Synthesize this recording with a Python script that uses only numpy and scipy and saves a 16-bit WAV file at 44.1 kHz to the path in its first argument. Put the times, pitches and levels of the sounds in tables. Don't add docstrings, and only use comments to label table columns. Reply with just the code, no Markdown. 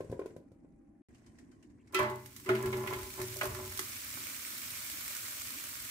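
import sys
import numpy as np
from scipy import signal
from scipy.io import wavfile
from scipy.ndimage import uniform_filter1d

SR = 44100
rng = np.random.default_rng(int(sys.argv[2]) if len(sys.argv) > 2 else 0)


def wav_out(sig):
    wavfile.write(sys.argv[1], SR, np.round(np.clip(np.atleast_2d(sig).T, -1, 1) * 32767).astype(np.int16))


def how_loud(loudness_db):
    steps = np.asarray(loudness_db, float) / 20
    return 10 ** steps


N = 260190

# pitch_hz, level_db, free_t60_s
BASKET_MODES = [(220, -17, .7), (340, -14, 0.33), (375, -1.5, 0.34), (446, -14, 0.3), (601, -1.5, .36),
                (650, -5, 0.33), (853, -11, 0.8), (918, -12, .8), (1013, -1, 0.55), (1099, -6, 0.45),
                (1176, -2, 0.25), (1275, -5, 0.2), (1335, -6, 0.25), (1410, -5, 0.2), (1460, -11, 0.25),
                (1683, -4, 0.4), (1766, -10, 0.31), (1850, -17, .4), (1975, -8, 0.4), (2013, -5, 0.5),
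                (2137, -5, 0.2), (2210, -6, 0.3), (2320, -12, 0.35), (2430, -10, 0.3), (2620, -7, .3),
                (2900, -8, 0.3), (3200, -10, 0.3)]
FLOOR_TOP_HZ = 500
CUT_START_S, CUT_END_S = 1.02, 1.086


def evened(x):
    return x / np.sqrt(np.mean(x ** 2) + 1e-20)


def read(points, hz):
    point_hz, value = np.transpose(points)
    return np.interp(np.log(hz + 1), np.log(point_hz + 1), value)


def level(rows):
    s, db = np.transpose(rows)
    return how_loud(np.interp(np.arange(N) / SR, s, db, -200, -200))


def add(mix, s, sound):
    part = mix[:, round(s * SR):][:, :sound.shape[1]]
    part += sound[:, :part.shape[1]]


def noise(colour, same, patchy_db, flicker_db, size, lean=((1, 0), (2, 0))):
    frames, hz = 4 * N // size + 5, np.fft.rfftfreq(size, 1 / SR)
    a, b, c, d, patches = rng.standard_normal((frames, len(hz), 5)).T
    patches = uniform_filter1d(patches, size=8, axis=0)
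    patches = evened(uniform_filter1d(patches, size=8, axis=1))
    flicker = evened(uniform_filter1d(rng.standard_normal(frames), size=3))
    same = np.clip(read(same, hz), -1, 1)[:, None]
    left, own = a + 1j * b, c + 1j * d
    z = np.array([left, same * left + np.sqrt(1 - same ** 2) * own])
    z *= how_loud(read(colour, hz)[:, None] + patchy_db * patches + flicker_db * flicker)
    z *= how_loud(np.outer([.5, -.5], read(lean, hz)))[:, :, None]
    return evened(signal.istft(z, nperseg=size, noverlap=size * 3 // 4)[1][:, :N])


def ring(modes, blow_db, share, rise_s, right_lag_s, scatter_db, apart_hz, detune):
    hz, db, t60 = np.transpose(modes)
    t = np.arange(SR // 2) / SR
    spot, start, skew, load = rng.standard_normal((len(hz), 4)).T
    loose = np.minimum((hz / apart_hz) ** 2, 1)
    late = 2 * np.pi * hz * right_lag_s + skew * loose
    phase = 2 * np.pi * (hz * (1 + detune * load))[:, None] * t + (start * loose)[:, None]
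    start_db = db + blow_db + scatter_db * spot
    fade = how_loud(start_db[:, None] - 60 * t / (share * t60[:, None]))
    fade *= (1 - np.exp(-t / rise_s)) ** 2
    sine, cosine = fade * np.sin(phase), fade * np.cos(phase)
    right = np.cos(late) @ sine - np.sin(late) @ cosine
    return np.array([sine.sum(0), right])


def slap(db, low_hz, high_hz, rise_s, t60, tail_db, tail_t60):
    t = np.arange(SR // 4) / SR
    band = signal.butter(2, [low_hz, high_hz], "bandpass", fs=SR, output="sos")
    burst = evened(signal.sosfilt(band, rng.standard_normal((2, len(t)))))
    fade = how_loud(-60 * t / t60) + how_loud(tail_db - 60 * t / tail_t60)
    return burst * how_loud(db) * fade * (1 - np.exp(-t / rise_s))


def kitchen():
    # pitch_hz, relative_level_db
    pan_hum = [(12, -48), (20, -8.5), (118, -20), (318, -4.5), (440, -33.5), (596, -27.5), (744, -33.5),
               (807, -43), (857, -37.5), (2500, -48.5), (3250, -92), (5500, -120)]
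    basket_hum = [(12, -58), (20, -17), (48, -8), (102, 0.5), (188, -13.5), (233, -0.5), (347, -7.5),
                  (416, -17.5), (498, -22.5), (872, -32), (1030, -23.5), (1400, -46), (1500, -34),
                  (1950, -29), (3300, -120)]
    # pitch_hz, likeness (1 = same)
    hum_same = [(60, .94), (180, .9), (550, .5), (1500, 0)]
    # pitch_hz, rms_level_db
    whines = [(797, -84.5), (9950, -101)]
    t = np.arange(N) / SR
    whine = sum(np.sqrt(2) * how_loud(db) * np.sin(2 * np.pi * hz * t) for hz, db in whines)
    near_pan = how_loud(-58.5) * noise(pan_hum, hum_same, 2.5, 0.84, size=2048) + whine
    near_basket = how_loud(-59.5) * noise(basket_hum, hum_same, 1.8, 0.72, size=2048)
    return np.where(t < CUT_END_S, near_pan, near_basket)


def walls(x):
    t = np.arange(SR // 3) / SR
    spray = rng.standard_normal((2, len(t))) * (t > .004)
    dark = signal.lfilter([1], [1, -.7], spray)
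    tail = how_loud(-60 * t / 0.33) * dark + how_loud(-60 * t / 0.061) * spray
    bass = signal.butter(2, 500, fs=SR, output="sos")
    tail[1] += signal.sosfiltfilt(bass, tail[0] - tail[1])
    return signal.oaconvolve(x.mean(0)[None], tail / np.linalg.norm(tail[0]), axes=1)[:, :N]


def squeak(length_s, db, from_hz, to_hz, judder_hz):
    t = np.arange(0, length_s, 1 / SR)
    judder = evened(uniform_filter1d(rng.standard_normal(len(t)), size=150))
    hz = from_hz + (to_hz - from_hz) * t / length_s + judder_hz * judder
    swell = np.sqrt(np.sin(np.pi * t / length_s))
    tone = how_loud(db) * swell * np.sin(2 * np.pi * np.cumsum(hz) / SR)
    return np.array([tone, tone])


def rustle():
    # time_s, level_db
    rubbing = [
        [(0, -68.5), (.3, -70.5), (.42, -84.5), (1.02, -89.5)],
        [(1.085, -73.5), (1.45, -74.5), (1.75, -81.5), (1.95, -77)],
    ]
    # pitch_hz, relative_level_db
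    rubbing_colour = [(410, -54), (700, 2), (834, -35), (1300, -12), (2000, -8), (3500, -21), (4800, -18.5),
                      (8270, -15), (14000, -36)]
    # start_s, reference_level_db, pitch_hz
    scrapes = [(1.145, -61.5, 2850), (1.18, -68, 2280), (1.262, -59.5, 1020), (1.3844, -57.5, 1810),
               (1.514, -63.5, 1500), (1.6248, -61.5, 2780), (1.699, -70, 1850), (1.8716, -62, 2140)]
    # start_s, length_s, level_db, from_hz, to_hz, judder_hz
    squeaks = [(1.25, 0.079, -83, 3070, 3070, 25), (1.51, .045, -82, 3070, 3070, 25),
               (1.772, .06, -76, 1860, 2750, 350)]
    out = noise(rubbing_colour, [(500, 0.32), (2000, 0.046)], 2.7, 1.6, size=256)
    out = out * sum(level(rows) for rows in rubbing)
    for s, db, hz in scrapes:
        add(out, s, slap(db - 2.0, 4100, 8700, 0.0031, 0.029, -7.0, 0.19))
        add(out, s, slap(db - 5.0, 1270, 2450, 0.004, 0.035, -6, 0.17))
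        add(out, s, slap(db - 2.0, 0.95 * hz, 1.06 * hz, 0.0074, 0.059, -11, 0.11))
    for s, *row in squeaks:
        add(out, s, squeak(*row))
    return out


def sizzle():
    # time_s, level_db
    hiss_level = [(1.93, -58), (2.15, -60.5), (2.6, -52.5), (3.3, -44.5), (3.6, -47), (3.85, -42.5),
                  (5.1, -40.5), (5.9, -42.5)]
    # pitch_hz, relative_level_db
    hiss_colour = [(300, -54), (560, -5), (720, -18), (1190, -1.5), (1800, -0.5), (2250, -1.5),
                   (2800, -1.5), (4300, -1), (5600, -1.5), (7000, 0.5), (8500, 1.5), (10200, -3),
                   (11600, 0), (15000, 0.66)]
    # pitch_hz, lean_db
    hiss_lean = [(500, 2.5), (1200, -5), (2400, -7), (4400, 2.5), (8500, -2), (15000, -3)]
    # pitch_hz, width_hz, added_level_db
    singing = [(604, 25, 5), (2150, 39, 0.5), (2338, 56, 2.5), (5510, 136, -3.5)]
    # start_s, level_db
    loud_spits = [(2.158, -40), (2.6265, -32), (2.7196, -40), (3.0316, -39), (3.369, -28), (3.443, -29),
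                  (3.456, -28), (4.579, -40), (5.167, -27.5)]
    hiss = noise(hiss_colour, [(400, 1.0), (1200, 0.0053)], 1.0, 0.082, size=256, lean=hiss_lean)
    hiss = hiss + sum(how_loud(db) * signal.lfilter(*signal.iirpeak(hz, hz / width, SR), hiss)
                      for hz, width, db in singing)
    spits = (rng.random((2, N)) < 150 / SR) * rng.standard_normal((2, N))
    spits = spits * how_loud(6.2 * np.minimum(rng.exponential(1, (2, N)), 3))
    t = np.arange(SR // 100) / SR
    fade = how_loud(-60 * t / 0.0092)[None]
    flare = evened(signal.oaconvolve(abs(spits + .6 * spits[::-1]), fade, axes=1)[:, :N])
    out = hiss * (1 + how_loud(-13.0) * flare) * level(hiss_level)
    for s, db in loud_spits:
        add(out, s, slap(db, 4500, 16000, .0002, .005, -15, .05))
    return out


def batches():
    # full_strength_s, level_db, hold_s
    batch_rows = [(1.954, -38.5, 0.0062), (2.485, -45.5, 0.48), (3.173, -48, 0.013), (3.448, -49, 0.15)]
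    rise_db_per_s, settle_db_per_s = 620, 101
    t = np.arange(N) / SR
    strength = np.zeros(N)
    for s, db, hold_s in batch_rows:
        before, after = np.maximum(s - t, 0), np.maximum(t - s - hold_s, 0)
        strength += how_loud(db - rise_db_per_s * before - settle_db_per_s * after)
    return strength


def tumble():
    # start_s, bounce_db, sway_db
    thumps = [(1.988, -47, -40.5), (2.48, -58, -40), (2.642, -41.5, -46), (2.732, -52, -53),
              (2.85, -56, -41), (2.951, -47, -54), (3.019, -44.5, -70), (3.184, -49, -44.5),
              (3.277, -52, -44), (3.457, -44, -42.5), (3.502, -41.5, -42), (3.596, -45.5, -54),
              (3.682, -51, -64)]
    # pitch_hz, level_db, t60_s
    feet_modes = [(63.5, 4.5, 0.22), (96.35, -8.5, 1), (123.65, 1.5, 0.81)]
    knocks = (rng.random(N) < 300 / SR) * rng.standard_normal(N)
    knocks = knocks * how_loud(1.86 * np.minimum(rng.exponential(1, N), 4))
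    t, (hz, db, t60) = np.arange(SR // 2) / SR, np.transpose(BASKET_MODES)
    is_floor = hz < FLOOR_TOP_HZ
    soft_db = db - 20 * np.log10(1 + (hz / 2800) ** 2)
    start = 2 * np.pi * rng.random((2, len(hz), 1))
    start[1, is_floor] = start[0, is_floor]
    loaded_t60 = .5 * np.where(is_floor, t60, 0.27 * t60)
    fade = how_loud(soft_db[:, None] - 60 * t / loaded_t60[:, None])
    body = (fade * np.sin(2 * np.pi * hz[:, None] * t + start)).sum(1)
    body *= 1 - np.exp(-t / 0.0001)
    pushes = evened(knocks) * batches()
    out = signal.oaconvolve(pushes[None], body / np.linalg.norm(body[0]), axes=1)[:, :N]
    for s, bounce_db, sway_db in thumps:
        push_db = np.array([bounce_db, bounce_db, sway_db])
        add(out, s, ring(feet_modes, push_db, 1, .007, .0001, 1, 400, .004))
    return out


def pan():
    # start_s, blow_db, heaviness_db (on the low modes), wet_slap_db
    pan_hits = [(.0045, -14, -12, -58), (.045, -37, 10, -66), (0.097, -26.5, 10, -64), (0.114, -26, 7, -57),
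                (.125, -14.5, -10, -73), (.192, -12.5, -26, -60.5), (.215, -17, -13, -82),
                (0.2582, -18.5, -17, -57), (0.305, -39, 4, -81), (0.363, -24.5, -5, -62),
                (0.422, -42, -10, -87), (0.516, -39.5, 6, -72.5), (.645, -37.5, -18, -97)]
    # pitch_hz, level_db, free_t60_s
    pan_modes = [(128, 2, 0.031), (206, -6.5, 0.034), (462, 9, 0.02), (590, -11.5, 0.029),
                 (1000, -26, 0.068), (1500, -17.5, 0.02), (2495, -33.5, 0.056)]
    out, low = np.zeros((2, N)), np.transpose(pan_modes)[0] < 300
    for s, blow_db, heavy_db, slap_db in pan_hits:
        thud = ring(pan_modes, blow_db + heavy_db * low, 0.61, 0.0031, -0.00014, 0.7, 1300, 0.055)
        add(out, s, thud * how_loud([[.6], [-.6]]))
        add(out, s + 0.00095, slap(slap_db, 2300, 12000, 0.0011, 0.022, -9.0, 0.19))
        add(out, s + 0.0026, slap(blow_db - 39, 440, 1950, 0.0013, 0.027, -12.0, 0.24))
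    return out


def choked(modes, s):
    choke_per_s, loaded_s = 6.2, 1.92
    hz, db, t60 = np.transpose(modes)
    loss = choke_per_s * max(s - loaded_s, 0) * np.minimum(hz / 1000, 1) ** 2
    return np.transpose([hz, db, 1 / (1 / t60 + loss)])


def basket():
    # start_s, wall_blow_db, floor_blow_db, wet_slap_db, favoured_pitch_hz
    metal_hits = [(1.924, -61, -53, -60, 1270), (1.945, -30, -31, -37, 2420), (1.99, -30, -27.5, -41, 1110),
                  (2.028, -36, -53, -51, 1020), (2.098, -52, -34.5, -51.5, 1000),
                  (2.46, -48, -35, -55, 1950), (2.49, -29.5, -20, -47, 1420),
                  (2.550, -40, -61, -49.5, 2190), (2.635, -45, -27.5, -64, 1160),
                  (2.658, -45.5, -54, -45, 2290), (2.728, -42, -31, -53, 2200),
                  (2.872, -38.5, -37, -45.5, 2050), (2.934, -41, -37, -46, 2150),
                  (2.987, -47, -59, -49, 1220), (3.190, -45.5, -35, -56, 710),
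                  (3.361, -52, -37.5, -52, 600), (3.411, -27.5, -41, -44, 1440),
                  (3.431, -34.5, -33, -40.5, 630), (3.452, -40, -42, -46, 1090),
                  (3.547, -46.5, -64, -44.5, 1820), (3.587, -45, -42, -58, 780)]
    # start_s, wall_blow_db, wet_slap_db, favoured_pitch_hz
    dry_ticks = [(2.259, -53, -50, 2217), (2.363, -55, -47.5, 2000), (2.398, -60, -54, 2060),
                 (2.769, -48, -48.5, 1270), (2.836, -58, -72, 2140), (3.031, -51, -48, 2220),
                 (3.215, -38, -41, 1820), (3.774, -44, -38, 2270), (3.792, -28.5, -34, 1890),
                 (4.174, -43.5, -50, 1500)]
    empty_share, empty_s, pile_s = 0.84, 1.37, 1.96
    tick_share, tick_floor_db = 0.046, 0.5
    stick_mode_db, stick_t60_s = -2.5, 0.087
    hz = np.transpose(BASKET_MODES)[0]
    is_floor, below, above = hz < FLOOR_TOP_HZ, np.zeros((2, N)), np.zeros((2, N))
    panel, wall = np.array(BASKET_MODES)[is_floor], np.array(BASKET_MODES)[~is_floor]
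    landings = [(*row, empty_share * np.exp((empty_s - row[0]) / pile_s)) for row in metal_hits]
    ticks = [(s, db, db + tick_floor_db, slap_db, spot_hz, tick_share)
             for s, db, slap_db, spot_hz in dry_ticks]
    for s, wall_db, floor_db, slap_db, spot_hz, share in landings + ticks:
        add(below, s, ring(panel, floor_db, share ** 0.75, .0035, .0001, 1.6, 1900, 0.005))
        near_db = -8.5 * np.log2(hz[~is_floor] / spot_hz) ** 2
        rap = ring(choked(wall, s), wall_db + near_db, share ** .5, 0.0036 * share, 0.00021, 4.7, 1060, 0.0031)
        add(above, s, rap)
        clatter = slap(wall_db - 10, 0.5 * spot_hz, 1.77 * spot_hz, 0.0023 * share,
                       0.18 * share, 1.0, 0.69 * share)
        add(above, s, clatter)
        stick = [(spot_hz, stick_mode_db, stick_t60_s)]
        add(above, s, ring(stick, wall_db, 1.35 * share ** .5, 0.00034, 0.00011, 2.4, 2400, 0.02))
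        add(above, s, slap(slap_db, 3400, 16000, 0.0005, 0.023, -2.5, 0.13))
    return below + above * how_loud([[-1.8], [1.8]])


def scene():
    thuds, knocks = pan(), basket() + tumble()
    echo = walls(how_loud(-10) * thuds + how_loud(-8) * knocks)
    return thuds + knocks + echo + sizzle() + rustle() + kitchen()


def band_limit(x):
    return signal.sosfilt(signal.butter(12, 16970, fs=SR, output="sos"), x)


def record(dry):
    t = np.arange(N) / SR
    bass_cut = signal.butter(2, 35, "highpass", fs=SR, output="sos")
    thinned = signal.sosfilt(bass_cut, dry)
    edge = signal.firwin(1023, 15660, window=("kaiser", 8), fs=SR)
    banded = signal.oaconvolve(thinned, edge[None], "same", axes=1)
    opened = np.clip(np.maximum(CUT_START_S - t, t - CUT_END_S) / 0.0001, 0, 1)
    finished = banded * opened
    return band_limit(finished)


dry = scene()
out = record(dry)
wav_out(out)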